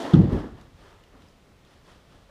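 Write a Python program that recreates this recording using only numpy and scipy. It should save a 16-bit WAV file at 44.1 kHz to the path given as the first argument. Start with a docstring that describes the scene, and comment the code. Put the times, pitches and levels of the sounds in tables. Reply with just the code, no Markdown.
"""A dog chases a ball

A thrown rubber ball slaps a hollow basement wall, which booms; the far walls throw the boom back.
A dog skids after it over the carpet, lands with a duller thud, then trots off on soft paws,
with a few faint ticks from its claws or collar. The room is quiet otherwise."""
import sys
import numpy as np
from scipy import signal
from scipy.fft import rfft, irfft, next_fast_len
from scipy.io import wavfile
from scipy.ndimage import uniform_filter1d, minimum_filter1d

SR = 44100
rng = np.random.default_rng(int(sys.argv[2]) if len(sys.argv) > 2 else 0)


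def to_wav(sig):
    """Store sig (one row per channel, or 1-D mono) as 16-bit WAV at the path in sys.argv[1].

    Samples outside -1..1 are clipped; the rate is SR.
    """
    pcm = np.clip(np.atleast_2d(sig), -1, 1) * 32767
    pcm = np.round(pcm).astype(np.int16)
    wavfile.write(sys.argv[1], SR, pcm.T)  # frames by channels


N = 101429

# A colour says how strong a noise is from low to high. Each row: frequency in Hz, relative level in dB.
ROOM_COLOUR = [(15, -17), (25, 7.5), (167, -2), (309, -10), (488, -9.5), (1030, -17.5), (1150, -16.5),
               (1760, -21.5), (1910, -19), (2240, -20.5), (2930, -21), (4040, -23.5), (10900, -36.5),
               (13800, -40.5), (15000, -37)]  # the still room
SCUFF_COLOUR = [(50, -11), (200, -3.5), (400, 3), (680, 0.5), (800, -1.5), (920, -0.5), (1300, -1.5),
                (1520, -6.5), (1800, -5), (2300, -15), (3300, -12), (4000, -18), (4450, -19.5),
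                (5200, -19.5), (7000, -27), (10000, -31.5), (15000, -47)]  # a paw brushing the carpet
SKID_COLOUR = [(35, -59.5), (60, -21.5), (97, -18), (135, -8), (174, -7), (251, 0.5), (339, -1), (381, -1),
               (577, -5), (744, -2.5), (1240, -13), (1330, -10.5), (1420, -17), (1830, -13.5),
               (2310, -23.5), (3420, -21.5), (15000, -56.5)]  # paws ploughing through the carpet
FIBRE_COLOUR = [(1500, -19), (3300, 6), (7000, -3.5), (11000, -12.5), (15000, -25)]  # bristling carpet fibres
THUD_COLOUR = [(22, -23), (33, -12), (47, -2.5), (62, -2.5), (100, -0.5), (180, -2), (300, -0.5), (400, -7),
               (550, -19.5), (900, -23.5), (2000, -70), (5000, -65.5)]  # the floor under the dog's weight
SLAP_COLOUR = [(300, -8), (1000, 3), (1400, -3), (2200, -26), (2800, 4.5), (3900, 0), (5000, -11.5),
               (8000, -18), (14000, -38)]  # rubber hitting the wall
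BOOM_TAIL_COLOUR = [(25, -32), (45, -6.5), (110, 5), (200, 5), (340, -2.5), (480, -5.5), (700, -22),
                    (1200, -38), (2500, -68)]  # the boom lingering in the room

# Claw or collar ticks. Each row: start in seconds, level in dB, pitch in Hz, metallic ping level in dB.
CLAW_TICKS = [(0.612, -46.5, 3860, -68), (1.037, -50, 2820, -55), (1.22, -51, 3520, -64),
              (1.264, -59, 4200, -67), (1.2845, -54.5, 5000, -53.5), (1.649, -53, 3370, -53.5)]
# Paws brush the carpet. Each row: peak time in seconds, level in dB, rise in seconds,
# fade in seconds, treble boost in dB. A fade is always the time a sound takes to drop by 60 dB.
PAW_SCUFFS = [(0.333, -39.5, 0.03, 0.32, -2.5), (.39, -39.5, .06, 0.55, -5),
              (0.594, -53.5, 0.035, 0.53, -1), (.825, -59, 0.075, .3, 8), (0.884, -53.5, 0.074, 0.98, 2),
              (1.15, -55.5, 0.032, 0.33, -10), (1.23, -59.5, 0.052, 0.87, 6), (1.5, -64.5, 0.074, 0.47, -6),
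              (1.722, -59, 0.065, 0.79, 7), (1.907, -54, 0.059, 0.68, 7), (2.13, -59, 0.06, 1, 6),
              (2.3, -56, 0.0092, .3, -17)]
# The skid swells and dies away. Each row: time in seconds, level in dB.
SKID_LEVELS = [(0, -34), (.03, -33.5), (.065, -31), (.11, -34.5), (.15, -33.5), (.2, -38.5), (.29, -40.5),
               (.45, -52), (.6, -63), (.7, -110)]
# The dog's footfalls. Each row: start in seconds, level in dB, fade in seconds, bass boost in dB.
PAW_THUDS = [(0.316, -17, 0.3, 3), (0.371, -27, 0.14, -38), (0.431, -30.5, 0.21, -14.5),
             (0.514, -42.5, 0.72, 9.5), (0.717, -48.5, .3, 24), (0.798, -52, 0.22, 17),
             (0.939, -71, 0.18, 12), (1.135, -52.5, 0.72, 0), (1.195, -55, 0.25, 9), (1.414, -57, 0.11, 2),
             (1.474, -51.5, 0.18, 2), (1.705, -55.5, 0.31, 15), (1.915, -52, 0.4, 13), (2.14, -46, 0.2, 12)]
# The ball's slap on the wall: three quick smacks heard as one.
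# Each row: delay from the hit in seconds, level in dB.
BALL_SLAPS = [(-.0004, -24), (.0052, -22), (.018, -31)]
# Tones of the air inside the ball. Each row: pitch in Hz, level in dB, fade in seconds.
BALL_AIR_TONES = [(1270, -19.5, 0.032), (1396, -29, 0.041)]
# Tones of the hollow wall. Each row: pitch in Hz, relative level in dB, fade in seconds.
WALL_TONES = [(46.15, -40.5, 1), (57.1, -26.5, 0.81), (98.35, -16.5, 0.48), (147.6, -6, .2),
              (165.8, -4.5, .16), (184.6, -1, 0.11), (245.3, -16.5, 0.22), (302.2, -17, 0.26),
              (319.6, -5, 0.077)]
# The room throws the boom back. Each row: delay in seconds, level in dB compared with the direct boom.
ROOM_ECHOES = [(0.0117, -8), (0.0342, -10.5), (0.0596, -6.5), (0.105, -10)]

BALL_HIT_S = .136
CARPET_GRAIN_DB, GRAINS_PER_S = 1, 230  # the carpet catches and lets go


def amp(db):
    """Turn decibels into a number to multiply a sound by."""
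    return 10 ** (np.asarray(db) / 20)


def clock():
    """The time of every sample, in seconds."""
    return np.arange(N) / SR


def filtered(x, gain_at):
    """Scale each frequency in x by gain_at(frequency in Hz)."""
    size = next_fast_len(N + 8192)
    return irfft(rfft(x, size) * gain_at(np.fft.rfftfreq(size, 1 / SR)), size)[:N]


def noise(colour, grain_db=0):
    """Noise of strength 1 in the given colour; grain_db makes its level flutter."""
    hz, db = np.transpose(colour)
    flutter = np.interp(clock() * GRAINS_PER_S, np.arange(N), rng.standard_normal(N))
    hiss = amp(grain_db * flutter) * rng.standard_normal(N)
    x = filtered(hiss, lambda f: amp(np.interp(np.log(f + 1), np.log(hz), db)))
    return x / x.std()


def boosted(colour, db, corner_hz, treble):
    """A colour with its treble or its bass raised by db (lowered if db is negative)."""
    hz, level = np.transpose(colour)
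    treble_share = 1 / (1 + (corner_hz / hz) ** 4)
    return np.column_stack([hz, level + db * (treble_share if treble else 1 - treble_share)])


def struck(start, rise_s, fade_s):
    """The loudness of a blow over time: it rises quickly, then dies away."""
    age = np.maximum(clock() - start, 0)
    return (1 - np.exp(-age / rise_s)) * amp(-60 * age / fade_s)


def ring(tones, start, rise_s):
    """Pure tones that start together, each fading at its own speed."""
    return sum(amp(db) * struck(start, rise_s, fade_s) * np.sin(2 * np.pi * hz * (clock() - start))
               for hz, db, fade_s in tones)


def still_room():
    """The quiet room gives a faint, steady rumble and hiss."""
    return amp(-56) * noise(ROOM_COLOUR)


def claw_ticks():
    """Claws or collar make tiny hard clicks, each with a short ping and a faint tail in the room."""
    out = np.zeros(N)
    width = 2 ** 0.78  # 0.78 octaves to each side of the pitch
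    for start, db, hz, ping_db in CLAW_TICKS:
        colour = [(hz / 4, -30), (hz / width, -10), (hz, 0), (hz * width, -10), (hz * 4, -25)]
        click = struck(start, rise_s=0.00082, fade_s=0.012)
        tail = amp(-21) * struck(start, rise_s=0.0035, fade_s=.35)
        ping = ring([(hz, ping_db, 0.028)], start, rise_s=0.00082)
        out += amp(db) * (click + tail) * noise(colour) + ping
    return out


def paw_scuffs():
    """Each paw brushes the carpet with a swish that swells, then fades into the room."""
    t, out = clock(), np.zeros(N)
    for peak_s, db, rise_s, fade_s, treble_db in PAW_SCUFFS:
        swell = np.exp(-(np.minimum(t - peak_s, 0) / rise_s) ** 2)
        fade = amp(-60 * np.maximum(t - peak_s, 0) / fade_s)
        colour = boosted(SCUFF_COLOUR, treble_db, corner_hz=2200, treble=True)
        out += amp(db) * swell * fade * noise(colour, CARPET_GRAIN_DB)
    return out


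def paw_skid():
    """Braking paws rush over the carpet; its fibres hiss most at the start, while the paws are fast."""
    level_db = np.interp(clock(), *np.transpose(SKID_LEVELS))
    rush = amp(level_db) * noise(SKID_COLOUR, CARPET_GRAIN_DB)
    fibres = amp(-45) * struck(0, rise_s=0.0015, fade_s=0.62) * noise(FIBRE_COLOUR, CARPET_GRAIN_DB)
    return rush + fibres


def paw_thuds():
    """The dog's weight comes down on the carpeted floor in dull thuds that die away in the room."""
    out = np.zeros(N)
    for start, db, fade_s, bass_db in PAW_THUDS:
        colour = boosted(THUD_COLOUR, bass_db, corner_hz=170, treble=False)
        out += amp(db) * struck(start, rise_s=0.0039, fade_s=fade_s) * noise(colour)
    return out


def ball_slap():
    """Rubber smacks the painted wall, and the air in the ball pings just after."""
    smack = sum(amp(db) * struck(BALL_HIT_S + delay, rise_s=0.00089, fade_s=0.011)
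                for delay, db in BALL_SLAPS)
    ping = ring(BALL_AIR_TONES, BALL_HIT_S + 0.00368, rise_s=0.0011)
    return smack * noise(SLAP_COLOUR) + ping


def wall_boom():
    """The hit makes the hollow wall ring low; echoes and a rumbling tail follow."""
    t = clock()
    direct = ring(WALL_TONES, BALL_HIT_S, rise_s=0.0069)
    echoes = sum(amp(db) * np.interp(t - delay, t, direct) for delay, db in ROOM_ECHOES)
    tail = amp(-18.5) * struck(BALL_HIT_S, rise_s=0.02, fade_s=0.61) * noise(BOOM_TAIL_COLOUR)
    return amp(2) * (direct + echoes + tail)


def scene():
    """Add the ball, the dog and the still room into one channel."""
    ball = wall_boom() + ball_slap()
    dog = paw_thuds() + paw_skid() + paw_scuffs() + claw_ticks()
    return (ball + dog + still_room())[None]


def record(dry):
    """The microphone drops the deepest bass and highest treble; the level dips briefly on loud peaks."""
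    low_cut_hz, top_hz, peak_limit = 26.6, 15200, .88
    x = signal.sosfilt(signal.butter(2, low_cut_hz, "highpass", fs=SR, output="sos"), dry[0])
    window = int(.008 * SR)  # smooth each dip over 8 milliseconds
    needed_gain = peak_limit / np.maximum(np.abs(x), peak_limit)
    smooth_gain = uniform_filter1d(minimum_filter1d(needed_gain, window), window)
    return filtered(smooth_gain * x, lambda hz: hz < top_hz)[None]


dry = scene()
out = record(dry)
to_wav(out)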